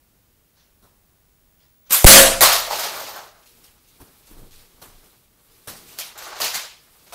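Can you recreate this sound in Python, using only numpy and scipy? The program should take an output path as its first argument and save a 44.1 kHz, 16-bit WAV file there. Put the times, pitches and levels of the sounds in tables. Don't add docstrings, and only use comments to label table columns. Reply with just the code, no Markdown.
import sys
import numpy as np
from scipy import signal
from scipy.fft import rfft, irfft, next_fast_len
from scipy.io import wavfile
from scipy.ndimage import uniform_filter1d, map_coordinates

SR = 44100
rng = np.random.default_rng(int(sys.argv[2]) if len(sys.argv) > 2 else 0)


def voltage_ratio(decibels):
    exponent = np.asarray(decibels, float) / 20
    return 10 ** exponent


def master_out(mix):
    frames = np.transpose(np.atleast_2d(mix))
    ceiling = np.clip(frames, -1, 1)
    pcm = np.round(ceiling * 32767).astype(np.int16)
    wavfile.write(sys.argv[1], SR, pcm)


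N = 314962

# (frequency [Hz], level [dB per Hz])
HISS = [(10, -20), (25, 0), (70, -3), (250, -12), (800, -20), (2500, -24.5), (8000, -26), (13000, -23),
        (15700, -21), (16500, -90)]
HISS_DB = -61.3
# (frequency [Hz], level [dB rms])
WHINE = [(8000, -89), (10002, -85), (13173, -91), (14002, -82), (14664, -85), (14804, -85), (14928, -86),
         (15052, -88)]
# (frequency [Hz], time to fall 60 dB [s])
ROOM_DECAY = [(60, .4), (250, .38), (900, .5), (3800, .47), (11000, .4), (15500, .33)]
TOP_HZ = 15700

STRETCH = [
    (.56, -49, -1, .03),
    (1.59, -52, 0, .02),
    (1.856, -49, -2, .01),
]
BAND_SLAP = [
    (1.896, -30, 2, .012),
    (1.9068, -18, 1, .001),
    (1.9225, -12, -7, .003),
    (1.932, -13, -5, .005),
]
STRIKE = (2.0438, 19.1, -2, .018)
DART_BOUNCES = [
    (2.408, -6, 5, .0006),
    (2.426, -5, 0, .001),
    (2.445, -8, -8, .003),
    (2.519, -10, -3, .002),
]
TUMBLE = [
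    (2.667, -38, 19, .003),
    (2.704, -26.2, 14, .0004),
    (2.786, -22, 4, .002),
    (2.825, -21, 0, .01),
    (2.985, -30, 7, .01),
    (3.06, -32, 7, .01),
    (3.155, -36, 10, .005),
]
HEELS = [
    (4.0, -51, 13, .004),
    (4.303, -55, 14, .006),
    (4.368, -55, 18, .01),
    (4.42, -66, 21, .01),
]
GEAR_BUMPS = [(.82, -55, 12, .01), (1.11, -76, 22, .02), (3.56, -52, 3, .02), (3.63, -53, -1, .004),
              (3.641, -48, -3, .001), (4.259, -45, -1, .02), (4.58, -47, -3, .02), (4.757, -64, 19, .01),
              (4.816, -40.5, 7, .005), (5.035, -52, 1, .005), (5.673, -34, 7, .001), (5.686, -37, -9, .002)]
GEAR_CLICKS = [(3.35, -62, 8, .01), (3.458, -47, -13, .003), (3.87, -52, -20, .005), (4.51, -39, -7, .03),
               (5.5, -48, -9, .03), (5.76, -44, -20, .004), (5.87, -38, -15, .02), (5.921, -45, 2, .003),
               (5.972, -39, -3, .004), (5.987, -24, -4, .0004), (6.176, -34, -15, .001),
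               (6.22, -33, -2, .006), (6.27, -38, -10, .008), (6.38, -35, -18, .004), (6.402, -23, 7, .001),
               (7.1, -49, -3, .005), (7.124, -35, 10, .001)]
HANDLE_KNOCKS = [
    (6.16, -52, 10, .01),
    (6.353, -38, 8, .003),
    (6.413, -18, -1, .001),
    (6.44, -15.5, -7, .002),
    (6.534, -25, -6, .003),
    (6.544, -18, -5, .001),
    (7.066, -47, 2, .003),
]

BAND_BODY = [(1200, 150, 6), (12300, 600, 4)]
PANEL_BODY = [(1750, 350, 3), (9500, 2500, 3)]
DART_BODY = [(480, 40, 4), (680, 45, 5), (1150, 120, 8), (4290, 500, 5), (13900, 500, 3)]
FLAT_DART_BODY = [(480, 40, 4), (680, 60, 5), (850, 90, 5), (4290, 700, 4), (13900, 500, 4)]
GEAR_BODY = [(1150, 200, 1.5), (4300, 700, 2.5), (13900, 600, 2.5)]
STEEL = [(9390, 130, -3.5), (11990, 130, -6), (13900, 300, 0)]

# (frequency [Hz], level [dB], time to fall 60 dB [s])
DOOR_MODES = [(98, -45, 2.2), (210, -9, .55), (275, -13, .5), (345, -12, .5), (490, -8, .5), (538, 0, .56),
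              (625, -9, .5), (673, -10, .65)]
# (time [s], length [s], relative pressure)
AIR_PUSHES = [
    (2.0439, .0006, -12),
    (2.0444, .0013, 40),
    (2.0452, .0009, -62),
    (2.046, .008, 40),
    (2.0502, .019, -38),
    (2.064, .04, -2),
]
# (time [s], spread [s], low edge [Hz], high edge [Hz], level
# [dB])
SPLITS = [
    (2.045, .006, 5000, 15500, -22),
    (2.116, .011, 12200, 15600, -13),
    (2.394, .008, 5200, 6900, -44),
]

# (time [s], level [dB])
LOADS = [(3.35, -64), (3.71, -61), (3.9, -64), (4.33, -46), (4.38, -41), (4.43, -42), (4.55, -45),
         (4.62, -53), (4.75, -56), (4.9, -53), (4.96, -47), (5.28, -62), (5.5, -62)]
# (frequency [Hz], level [dB per Hz])
GROAN = [(20, -20), (50, -3), (90, 0), (140, -6), (300, -40)]
# (time [s], level [dB])
JINGLES = [(2.55, -31), (2.714, -35), (2.804, -35), (2.86, -41), (2.95, -40), (3.0, -38), (3.094, -41),
           (3.165, -44), (6.418, -34), (6.49, -38), (6.554, -43)]

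# (time [s], friction [dB])
SLIDE = [
    (2.6, -41),
    (2.7, -42),
    (2.77, -32),
    (2.86, -36),
    (2.99, -36),
    (3.12, -41),
    (3.24, -45),
    (3.33, -55),
    (3.47, -66),
]
# (time [s], friction [dB])
DRAG = [
    (6.15, -65),
    (6.19, -42),
    (6.28, -41),
    (6.4, -38),
    (6.5, -55),
]
# (time [s], effort [dB])
CLOTHES = [(3.3, -70), (3.5, -61), (3.8, -66), (4.1, -60), (4.7, -63), (5.0, -60), (5.3, -72), (5.6, -62),
           (5.9, -53), (6.15, -75), (6.75, -68), (6.95, -59), (7.14, -60)]
# (frequency [Hz], level [dB per Hz])
SCRAPE = [(200, -40), (350, -8), (500, -6), (640, 0), (730, -6), (830, 1), (970, -5), (1140, 0), (1600, -4),
          (2400, -14), (4000, -60)]
GRIT = [(1200, -40), (2000, -3), (4200, 0), (6500, -4), (8500, -12), (11000, -60)]
RUSTLE = [(5000, -50), (7500, -4), (10000, -2), (13500, 0), (15600, -4)]
RUMBLE = [(40, -30), (100, -2), (300, -2), (470, 1.5), (700, -40)]
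# (scrape [dB], grit [dB], rustle [dB], rumble [dB])
SLIDE_MIX = [-1, 2.1, -1.2, -18]
DRAG_MIX = [0, -5, -24, -28]
CLOTH_MIX = [-6, -2, 2.1, -6]
# (scrape [dB/s], grit [dB/s], rustle [dB/s], rumble [dB/s])
SLOWING = [0, -16, -20, 2.5]


def unit(x):
    return x / np.sqrt(np.mean(x ** 2) + 1e-20)


def along(points, hz):
    f, v = np.transpose(points)
    return np.interp(np.log(hz + 1), np.log(f + 1), v)


def gains(rows):
    s, db = np.transpose(rows)
    return np.sqrt(np.interp(np.arange(N) / SR, s, voltage_ratio(db) ** 2, 0, 0))


def wobble(rate):
    knots = rng.standard_normal(int(N * rate / SR) + 4)
    return map_coordinates(knots, [np.arange(N) * rate / SR])


def filtered(x, response):
    m = next_fast_len(N + SR)
    return irfft(rfft(x, m) * response(np.fft.rfftfreq(m, 1 / SR)), m)[..., :N]


def noise(spectrum):
    return unit(filtered(rng.standard_normal(N), lambda hz: voltage_ratio(along(spectrum, hz))))


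def add(track, s, sound):
    part = track[round(s * SR):][:len(sound)]
    part += sound[:len(part)]


def swells(rows, rise, t60):
    power, t = np.zeros(N), np.arange(-SR // 20, SR) / SR
    shape = voltage_ratio(-np.where(t < 0, -20 * t / rise, 120 * t / t60))
    for s, db in rows:
        add(power, s + t[0], voltage_ratio(2 * db) * shape)
    return np.sqrt(power)


def contact(body, db, thud_db, knock_db, sizzle_db, rise):
    length = 2 * SR // 3 if db > -26 else SR // 3
    hz, frame, z = signal.stft(rng.standard_normal(length), SR, nperseg=512)
    thud, knock, sizzle = db + thud_db, db + knock_db, db + sizzle_db
    colour = along([(40, thud - 6), (130, thud - .5), (340, thud - .6), (560, knock + 1.5),
                    (1350, .75 * knock + .25 * db), (2300, db), (6500, db),
                    (8500, sizzle), (14500, sizzle), (16000, sizzle - 8)], hz)
    for centre, width, lift_db in body:
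        colour = colour + lift_db / (1 + ((hz - centre) / width) ** 2)
    wall = 4 * np.exp(-((frame - .016) / .006) ** 2) * (hz[:, None] / 16000)
    patches = uniform_filter1d(rng.standard_normal(z.shape), size=7, axis=0)
    patches = 2.2 * unit(uniform_filter1d(patches, size=6, axis=1))
    decay = 60 * frame / along(ROOM_DECAY, hz)[:, None]
    level = colour[:, None] + wall + patches - .5 - decay
    tail = signal.istft(z * voltage_ratio(level), SR, nperseg=512)[1]
    t = np.arange(len(tail)) / SR
    lumps = map_coordinates(rng.standard_normal(300), [t * 280])
    echoes = voltage_ratio(1.8 * lumps * np.exp(-t / .06))
    onset = 1 - np.exp(-t / rise) + .45 * np.exp(-t / .0015)
    return voltage_ratio(-1.8) * tail * echoes * onset


def contacts(body, rows, thud_db, sizzle_db, follows=0):
    out = np.zeros(N)
    for s, db, knock_db, rise in rows:
        sizzle = sizzle_db + follows * knock_db
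        add(out, s, contact(body, db, knock_db + thud_db, knock_db, sizzle, rise))
    return out


def hiss_and_whine():
    out, t = voltage_ratio(HISS_DB) * noise(HISS), np.arange(N) / SR
    for hz, db in WHINE:
        out += voltage_ratio(db + 3 + 1.5 * wobble(6)) * np.sin(2 * np.pi * hz * t)
    return out


def rubber_band():
    creaks = contacts(GEAR_BODY, STRETCH, -5.1, -18.1)
    return creaks + contacts(BAND_BODY, BAND_SLAP, -8.1, 1.5, -.4)


def handled_gear():
    bumps = contacts(GEAR_BODY, GEAR_BUMPS, 5.5, 1.1)
    clicks = contacts(GEAR_BODY, GEAR_CLICKS, -16.1, -2.5)
    return bumps + clicks + contacts(GEAR_BODY, HANDLE_KNOCKS, -8.5, -6.5)


def door():
    out, t = contacts(PANEL_BODY, [STRIKE], -4.1, 1.5), np.arange(2 * SR) / SR
    for hz, db, t60 in DOOR_MODES:
        flutter = np.cumsum(rng.standard_normal(len(t))) * .038
        beats = 3.1 * wobble(22)[:len(t)]
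        tone = np.sin(2 * np.pi * hz * t + flutter) * (1 - np.exp(-t / .03))
        add(out, STRIKE[0], voltage_ratio(db + 6 + beats - 60 * t / t60) * tone)
    return out


def air_shove():
    out, t = np.zeros(N), np.arange(SR) / SR
    for s, length, pressure in AIR_PUSHES:
        push = t[t < length]
        add(out, s, pressure * (1 - np.exp(-push / .0007)) * (1 - push / length))
    return out


def channel_split():
    out, t = np.zeros(N), np.arange(-SR // 20, SR // 20) / SR
    for s, spread, low_hz, high_hz, db in SPLITS:
        band = signal.butter(6, [low_hz, high_hz], "bandpass", fs=SR, output="sos")
        burst = unit(signal.sosfilt(band, rng.standard_normal(len(t))))
        add(out, s + t[0], voltage_ratio(db) * burst * np.exp(-(t / spread) ** 2))
    return np.array([out, -out])


def boards():
    bounce = np.sin(2 * np.pi * np.cumsum(24 + 3 * wobble(8)) / SR)
    frame_shake = swells([(STRIKE[0] + .06, -19)], rise=.004, t60=1.0)
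    flex = frame_shake + swells(LOADS, rise=.03, t60=.3)
    return flex * (voltage_ratio(3) * bounce + voltage_ratio(-11) * noise(GROAN))


def dart():
    bounces = contacts(DART_BODY, DART_BOUNCES, -12.1, -2.1, .5)
    return bounces + contacts(FLAT_DART_BODY, TUMBLE, -17.1, -5.5)


def steel_response(hz):
    total = 0
    for centre, width, db in STEEL:
        total = total + voltage_ratio(db) * hz * width / np.abs(centre * centre - hz * hz + 1j * hz * width)
    return total ** 2


def shaft():
    ringing = filtered(rng.standard_normal(N), steel_response)
    jingle = unit(voltage_ratio(3.1 * wobble(35)) * ringing)
    return voltage_ratio(-1) * swells(JINGLES, rise=.012, t60=.3) * jingle


def texture(depth_db, rate, colour):
    return unit(voltage_ratio(depth_db * wobble(rate)) * noise(colour))


def friction():
    slowing = voltage_ratio(np.outer(SLOWING, np.clip(np.arange(N) / SR - 2.8, -1, 1)))
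    motions = [slowing * gains(SLIDE), gains(DRAG), gains(CLOTHES)]
    mixes = [SLIDE_MIX, DRAG_MIX, CLOTH_MIX]
    power = sum((voltage_ratio(mix)[:, None] * motion) ** 2 for mix, motion in zip(mixes, motions))
    scrape, grit, rustle, rumble = np.sqrt(power)
    rough = scrape * texture(2.5, 40, SCRAPE) + grit * texture(1.5, 60, GRIT)
    return rough + rustle * texture(1.2, 40, RUSTLE) + rumble * texture(2.5, 9, RUMBLE)


def footsteps():
    return contacts(GEAR_BODY, HEELS, 12.5, 6.1)


def scene():
    sound = hiss_and_whine() + rubber_band() + handled_gear() + door() + boards()
    sound += dart() + shaft() + friction() + footsteps()
    push = air_shove()
    hearing = 1 / (1 + (push / 4.5) ** 2)
    return np.tile(np.tanh(push / 7) + sound * hearing, (2, 1))


def roll_off(x):
    return signal.sosfilt(signal.butter(12, 15690, fs=SR, output="sos"), x)


def record(dry):
    flat = np.clip(dry, -.93, .97)
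    limited = filtered(flat, lambda hz: hz < TOP_HZ)
    mix = np.clip(limited + channel_split(), -1, 1)
    return roll_off(mix)


dry = scene()
out = record(dry)
master_out(out)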